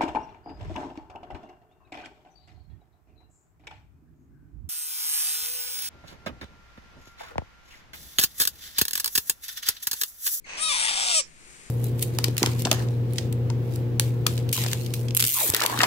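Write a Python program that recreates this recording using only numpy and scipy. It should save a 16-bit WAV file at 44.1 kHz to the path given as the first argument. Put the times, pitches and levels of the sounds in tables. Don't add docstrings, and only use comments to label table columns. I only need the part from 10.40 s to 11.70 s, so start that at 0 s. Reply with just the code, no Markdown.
import sys
import numpy as np
from scipy import signal
from scipy.fft import rfft, irfft, next_fast_len
from scipy.io import wavfile
from scipy.ndimage import uniform_filter1d

SR = 44100
rng = np.random.default_rng(int(sys.argv[2]) if len(sys.argv) > 2 else 0)


def output_pcm(signal):
    pcm = np.clip(np.atleast_2d(signal).T, -1, 1) * 32767
    wavfile.write(sys.argv[1], SR, np.round(pcm).astype(np.int16))


N = 57330
T = np.arange(N) / SR

# t/s, f/Hz
PITCH_HZ = [(.17, 1180), (.21, 1215), (.222, 1258), (.241, 1300), (.259, 1252), (.268, 1262), (.28, 1296),
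            (.297, 1175), (.318, 1168), (.332, 970), (.352, 1015), (.39, 900), (.47, 900), (.53, 790),
            (.66, 750), (.735, 680), (.746, 650), (.764, 633), (.773, 638), (.781, 627), (.794, 595),
            (.803, 555), (.815, 500)]
# t/s, level/dB
EFFORT_DB = [(.14, -127), (.175, -35.5), (.205, -28), (.228, -21), (.27, -23.5), (.32, -21), (.37, -23.5),
             (.44, -21.5), (.53, -25.5), (.6, -23), (.67, -24), (.705, -21), (.736, -21), (.748, -18),
             (.785, -17.5), (.802, -21), (.812, -29.5), (.82, -52)]
# t/s, jitter/cycles, strong-weak depth/0-1, rattle depth/0-1
VOICE_STATE = [(.17, .2, .2, .1), (.205, .045, .4, .4), (.235, .012, .6, .5), (.28, .012, .6, .3),
               (.312, .038, .5, .35), (.345, .11, .3, .4), (.5, .17, .3, .52), (.66, .12, .3, .5),
               (.695, .12, .3, .85), (.735, .07, .4, .75), (.747, .01, .35, .25), (.775, .003, .2, .08),
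               (.803, .003, .16, .06), (.815, .02, .2, .1)]
# t/s, level/dB
FUNDAMENTAL_DB = [(.17, -17), (.215, -16), (.25, -15.5), (.32, -15), (.355, -15.5), (.4, -22), (.55, -23),
                  (.62, -17), (.72, -24), (.755, -17), (.79, -17), (.812, -12)]
# multiple of pitch/1, level/dB
UNDERTONE_PARTIALS = [(.5, -9), (.79, -7)]
# t/s, level/dB
UNDERTONE_GAIN_DB = [(.215, -24), (.24, 0), (.28, 0), (.3, -14), (.33, -60)]
# f/Hz, level/dB
THROAT_COLOUR = [(200, -30), (400, -17), (560, -9), (750, -7), (1100, -6), (1550, -5), (2000, -1.5),
                 (2400, 1), (3600, -2), (4300, -3), (5400, -3), (6400, -6), (7400, -5), (9500, -8),
                 (10600, -13), (11500, -24), (13500, -24), (15500, -44)]
# f/Hz, width/Hz
AIRWAY_SMEAR = [(2700, 2300), (3800, 220), (5600, 520), (7800, 5600), (8900, 1900)]
# t/s, lower f/Hz, lower level/dB, upper f/Hz, upper level/dB
THROAT_RESONANCES = [(.18, 2770, -9, 8700, 4), (.22, 3700, 8, 8880, 26), (.26, 3830, 14, 8980, 19),
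                     (.3, 3530, 4, 9300, 9), (.37, 3600, 6, 9050, 11), (.44, 3620, 6, 8850, 14),
                     (.52, 3520, 2, 8600, 1.5), (.6, 3570, 1, 8000, 5), (.72, 3580, -2, 8400, 5),
                     (.755, 3500, -5, 8250, 13), (.78, 3500, -7, 8300, 16.5), (.805, 2400, -6, 8200, 13)]
# t/s, width/Hz
UPPER_WIDTH_HZ = [(.27, 380), (.34, 750), (.7, 850), (.8, 800)]
# t/s, level/dB
CLOSING_DB = [(.68, -25), (.74, -4), (.8, -2)]
# f/Hz, width/Hz, depth/0-1
FIXED_NOTCHES = [(4310, 1200, 0.38), (6400, 1130, 0.49)]
# t/s, depth/0-1
HOLLOW_DEPTH = [(.4, 0), (.55, 0), (.66, 0.55), (.72, 0.66), (.8, 0.39)]
# t/s, level/dB
WHEEZE_DB = [(.04, -100), (.05, -58), (.062, -49), (.07, -44), (.086, -43), (.092, -38.5), (.14, -38.5),
             (.18, -38), (.23, -39), (.26, -80)]
# f/Hz, left level/dB, right level/dB
WHEEZE_SPECTRUM = [(156, -25, -31), (690, -14.5, -12.5), (1186, -9.5, -21.5), (1224, -25, -19.5),
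                   (1680, -8, -9.5), (2130, -15.5, -5), (2584, -1.5, -11), (3480, -23, -17.5),
                   (4130, -16, -21), (4250, -26, -14.5), (5360, -33, -19), (6330, -22, -8),
                   (7140, -28, -33), (8230, -22.5, -26), (10300, -53, -52), (14000, -94, -55)]
# t/s, f/Hz, level/dB
SQUEAK_GLIDE = [(.041, 2420, -62), (.044, 2240, -44), (.053, 2050, -42), (.059, 2020, -58)]
SQUEAK_HARMONICS_DB = [0, -15, -18, -27]
# f/Hz, level/dB
ROOM_SPECTRUM = [(300, -1), (2500, 0), (6000, -1), (9000, -4), (14000, -12)]
# f/Hz, level/dB
RIGHT_ROOM_GAIN = [(300, 9), (2500, 12), (5000, 11), (7000, 11), (9000, 22), (14000, 20)]
# f/Hz, level/dB
RIGHT_COLOUR = [(400, -7.5), (1500, -4.5), (3000, -9.5), (3700, -6.5), (4600, 2), (5600, 3.5), (6700, 3.5),
                (7400, 2), (8300, -35.5), (10000, -22.5), (14000, -17.5)]
# t/s, level/dB
HISS_DB = [(0, -68), (.04, -68), (.15, -50), (.86, -53), (.93, -55.5), (1.02, -52), (1.11, -50), (1.3, -50)]
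# t/s, level/dB
HISS_TREBLE_DB = [(0, -12), (.15, -35), (.88, -2.5), (1.0, -1.5), (1.15, 2.5), (1.3, 0.5)]
# f/Hz, left level/dB, right level/dB
HISS_SPECTRUM = [(103, -6, -16), (352, 9.5, 6), (810, 3.5, -1.5), (2260, 11.5, 7), (3400, 1.5, -1),
                 (4530, 2.5, 1), (5530, 0.5, 1), (6800, 5, 5.5), (9030, 9.5, -10), (10630, -8, -67),
                 (14600, -16.5, -98)]
# t/s, level/dB
RUMBLE_DB = [(0, -55.5), (.3, -53.5), (.7, -56), (1.0, -56), (1.2, -55.5), (1.3, -52.5)]
# f/Hz, left level/dB, right level/dB
RUMBLE_SPECTRUM = [(12.1, 2.5, 6), (27.7, 2, -14), (59, -3.5, -20), (104, -16, -16), (164, -8, -12.5),
                   (384, -14, -23.5), (785, -43, -44.5)]

PULSE_SPREAD_DB, AIR_PER_JITTER, AIR_SHARE = 20, 3, .09
STRONG_WEAK_SHARE, LIMP_CYCLES = .45, .06
RATTLE_HZ, RATTLE_WANDER_SHARE, RATTLE_DB = 196.1, .184, 11.5
RATTLE_LOCK_CYCLES, RATTLE_UNLOCK_S = 4, .325
WAVER_SHARE, FUNDAMENTAL_FLICKER_DB, FLUTTER_DB, FLUTTER_HZ = .06, 4.5, 1.3, 35
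LOWER_WIDTH_HZ = 260
CLOSING_HZ, CLOSING_WIDTH_HZ = 5650, 450
HOLLOW_HZ, HOLLOW_WIDTH_HZ = 1764, 510
STREAK_LOW_HZ, STREAK_HIGH_HZ, STREAK_WIDTH_HZ = 1400, 9400, 170
STREAK_DB, STREAK_RATE_HZ, STREAK_WANDER_HZ = 3.5, 14, 60
CLICK_S, CLICK_DB, CLICK_DECAY_S = .154, -40, .003
ROOM_T60_S, ROOM_DB, ROOM_GAP_S = .15, -16, .003
RIGHT_LAG_S = .0002707
NOISE_LIKENESS = .43
HISS_TREBLE_HZ = 7600
CUTOFF_HZ = 15600


def from_db(db):
    return 10 ** (np.asarray(db) / 20)


def rms_one(x):
    return x / np.sqrt(np.mean(x ** 2) + 1e-20)


def in_time(rows):
    t_s, *columns = np.transpose(rows)
    return [np.interp(T, t_s, c) for c in columns]


def drift(rate_hz):
    r = np.exp(-2 * np.pi * rate_hz / SR)
    noise = rng.standard_normal(2 * N)
    return rms_one(signal.lfilter([1], [1, -2 * r, r * r], noise)[N:])


def colour(x, points, axis=1):
    size, p = 2 * next_fast_len(N), np.array(points)
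    hz = np.maximum(np.arange(size // 2 + 1) * SR / size, 1)
    gain = from_db(np.interp(np.log(hz), np.log(p[:, 0]), p[:, axis]))
    cepstrum = irfft(np.log(gain))
    cepstrum[1:size // 2] *= 2
    cepstrum[size // 2 + 1:] = 0
    return irfft(rfft(x, size) * np.exp(rfft(cepstrum)))[:N]


def delay(x, seconds):
    turn = np.exp(-1j * np.pi * np.arange(N + 1) / N * seconds * SR)
    return irfft(rfft(x, 2 * N) * turn)[:N]


def pole_pair(hz, r):
    return [1, -2 * r * np.cos(2 * np.pi * hz / SR), r * r]


def resonate(x, hz, width_hz, size=64):
    radius = np.exp(-np.pi * width_hz / SR) * np.ones(N)
    out, state = np.zeros(N), np.zeros(2)
    for i in range(0, N, size):
        r = radius[i]
        zeros = np.array([1, 0, -1]) * (1 - r * r) / 2
        block = slice(i, i + size)
        out[block], state = signal.lfilter(zeros, pole_pair(hz[i], r), x[block], zi=state)
    return out


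def stereo_noise(points):
    shared, left, right = rng.standard_normal((3, N))
    a, b = np.sqrt(NOISE_LIKENESS), np.sqrt(1 - NOISE_LIKENESS)
    left = colour(a * shared + b * left, points, axis=1)
    right = colour(a * delay(shared, RIGHT_LAG_S) + b * right, points, axis=2)
    return rms_one(np.array([left, right]))


def call(size=600):
    (hz,), (effort_db,), (tone_db,) = in_time(PITCH_HZ), in_time(EFFORT_DB), in_time(FUNDAMENTAL_DB)
    jitter, alternation, _ = in_time(VOICE_STATE)
    rough = jitter / jitter.max()
    cycles = np.cumsum(hz * (1 + WAVER_SHARE * rough * drift(91.5))) / SR
    x = throat(pulses(cycles), rough)
    x = x / np.sqrt(uniform_filter1d(x ** 2, size) + 1e-12)
    partials = sum(from_db(db) * np.sin(2 * np.pi * k * cycles) for k, db in UNDERTONE_PARTIALS)
    under = alternation * from_db(in_time(UNDERTONE_GAIN_DB)[0]) * partials
    tone_gain = np.sqrt(2) * from_db(tone_db + FUNDAMENTAL_FLICKER_DB * rough * drift(52))
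    tone = tone_gain * (np.sin(2 * np.pi * cycles) + under)
    level = from_db(effort_db + FLUTTER_DB * rough * drift(FLUTTER_HZ))
    return (x + tone) * level * (T > EFFORT_DB[0][0]) * (T < EFFORT_DB[-1][0])


def pulses(cycles, order=8):
    jitter, alternation, rattle = in_time(VOICE_STATE)
    count = np.arange(1, int(cycles[-1]))
    at = np.interp(count, cycles, np.arange(N))
    i, chance = at.astype(int), rng.standard_normal((len(count), 2))
    swing = alternation[i] * (-1) ** count
    at = at + (jitter[i] * chance[:, 0] + LIMP_CYCLES * swing) * np.gradient(at)
    spread = from_db(PULSE_SPREAD_DB * jitter[i] * chance[:, 1])
    fine = np.zeros(N * order)
    fine[np.clip(np.round(at * order).astype(int), 0, N * order - 1)] = (
        (1 + STRONG_WEAK_SHARE * swing) * spread)
    train = rms_one(signal.resample_poly(fine, 1, order))
    air = (AIR_SHARE + AIR_PER_JITTER * jitter) * rng.standard_normal(N)
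    free = np.cumsum(RATTLE_HZ * (1 + RATTLE_WANDER_SHARE * drift(82))) / SR
    flap = np.where(T < RATTLE_UNLOCK_S, cycles / RATTLE_LOCK_CYCLES, free)
    return (train + air) * from_db(RATTLE_DB * rattle * np.cos(np.pi * flap) ** 4)


def throat(x, rough):
    low_hz, low_db, high_hz, high_db = in_time(THROAT_RESONANCES)
    x = smear(colour(x, THROAT_COLOUR))
    low = from_db(low_db) * resonate(x, low_hz, LOWER_WIDTH_HZ)
    high = from_db(high_db) * resonate(x, high_hz, in_time(UPPER_WIDTH_HZ)[0])
    x = x + low + high
    closing = resonate(x, np.full(N, CLOSING_HZ), CLOSING_WIDTH_HZ)
    x = streaks(x, rough) + from_db(in_time(CLOSING_DB)[0]) * closing
    for notch_hz, width_hz, depth in FIXED_NOTCHES:
        x = x - depth * resonate(x, np.full(N, notch_hz), width_hz)
    for _ in range(2):
        x = x - in_time(HOLLOW_DEPTH)[0] * resonate(x, np.full(N, HOLLOW_HZ), HOLLOW_WIDTH_HZ)
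    return x


def smear(x):
    for hz, width_hz in AIRWAY_SMEAR:
        poles = pole_pair(hz, np.exp(-np.pi * width_hz / SR))
        x = signal.lfilter(poles[::-1], poles, x)
    return x


def streaks(x, rough, count=18):
    for hz in np.linspace(STREAK_LOW_HZ, STREAK_HIGH_HZ, count):
        centre_hz = hz + STREAK_WANDER_HZ * drift(STREAK_RATE_HZ)
        band = resonate(x, centre_hz, STREAK_WIDTH_HZ, size=128)
        swell = np.clip(drift(STREAK_RATE_HZ), -2, 2)
        x = x + (from_db(STREAK_DB * np.sqrt(rough) * swell) - 1) * band
    return x


def wheeze():
    return from_db(in_time(WHEEZE_DB)[0]) * stereo_noise(WHEEZE_SPECTRUM)


def squeak():
    hz, db = in_time(SQUEAK_GLIDE)
    phase = 2 * np.pi * np.cumsum(hz) / SR
    tone = sum(from_db(d) * np.sin((k + 1) * phase) for k, d in enumerate(SQUEAK_HARMONICS_DB))
    return tone * from_db(db) * (T > SQUEAK_GLIDE[0][0]) * (T < SQUEAK_GLIDE[-1][0])


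def click():
    fall = np.exp(-np.maximum(T - CLICK_S, 0) / CLICK_DECAY_S) * (T > CLICK_S)
    return from_db(CLICK_DB) * fall * rms_one(colour(rng.standard_normal(N), THROAT_COLOUR))


def room(x):
    tails = rng.standard_normal((2, N)) * from_db(-60 * T / ROOM_T60_S) * (T > ROOM_GAP_S)
    x = colour(x, ROOM_SPECTRUM)
    wet = [signal.fftconvolve(x, h / np.sqrt(np.sum(h ** 2)))[:N] for h in tails]
    return from_db(ROOM_DB) * np.array(wet)


def background():
    hiss = stereo_noise(HISS_SPECTRUM)
    lowpass = signal.butter(2, HISS_TREBLE_HZ, fs=SR, output="sos")
    dull = signal.sosfiltfilt(lowpass, hiss)
    hiss = dull + from_db(in_time(HISS_TREBLE_DB)[0]) * (hiss - dull)
    rumble = from_db(in_time(RUMBLE_DB)[0]) * stereo_noise(RUMBLE_SPECTRUM)
    return from_db(in_time(HISS_DB)[0]) * hiss + rumble


def scene():
    bird = call() + squeak() + click()
    left_room, right_room = room(bird)
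    right = delay(bird, RIGHT_LAG_S) + colour(right_room, RIGHT_ROOM_GAIN)
    return np.array([bird + left_room, colour(right, RIGHT_COLOUR)]) + wheeze() + background()


def record(dry):
    return signal.sosfilt(signal.cheby2(14, 70, CUTOFF_HZ, fs=SR, output="sos"), dry)


dry = scene()
out = record(dry)
output_pcm(out)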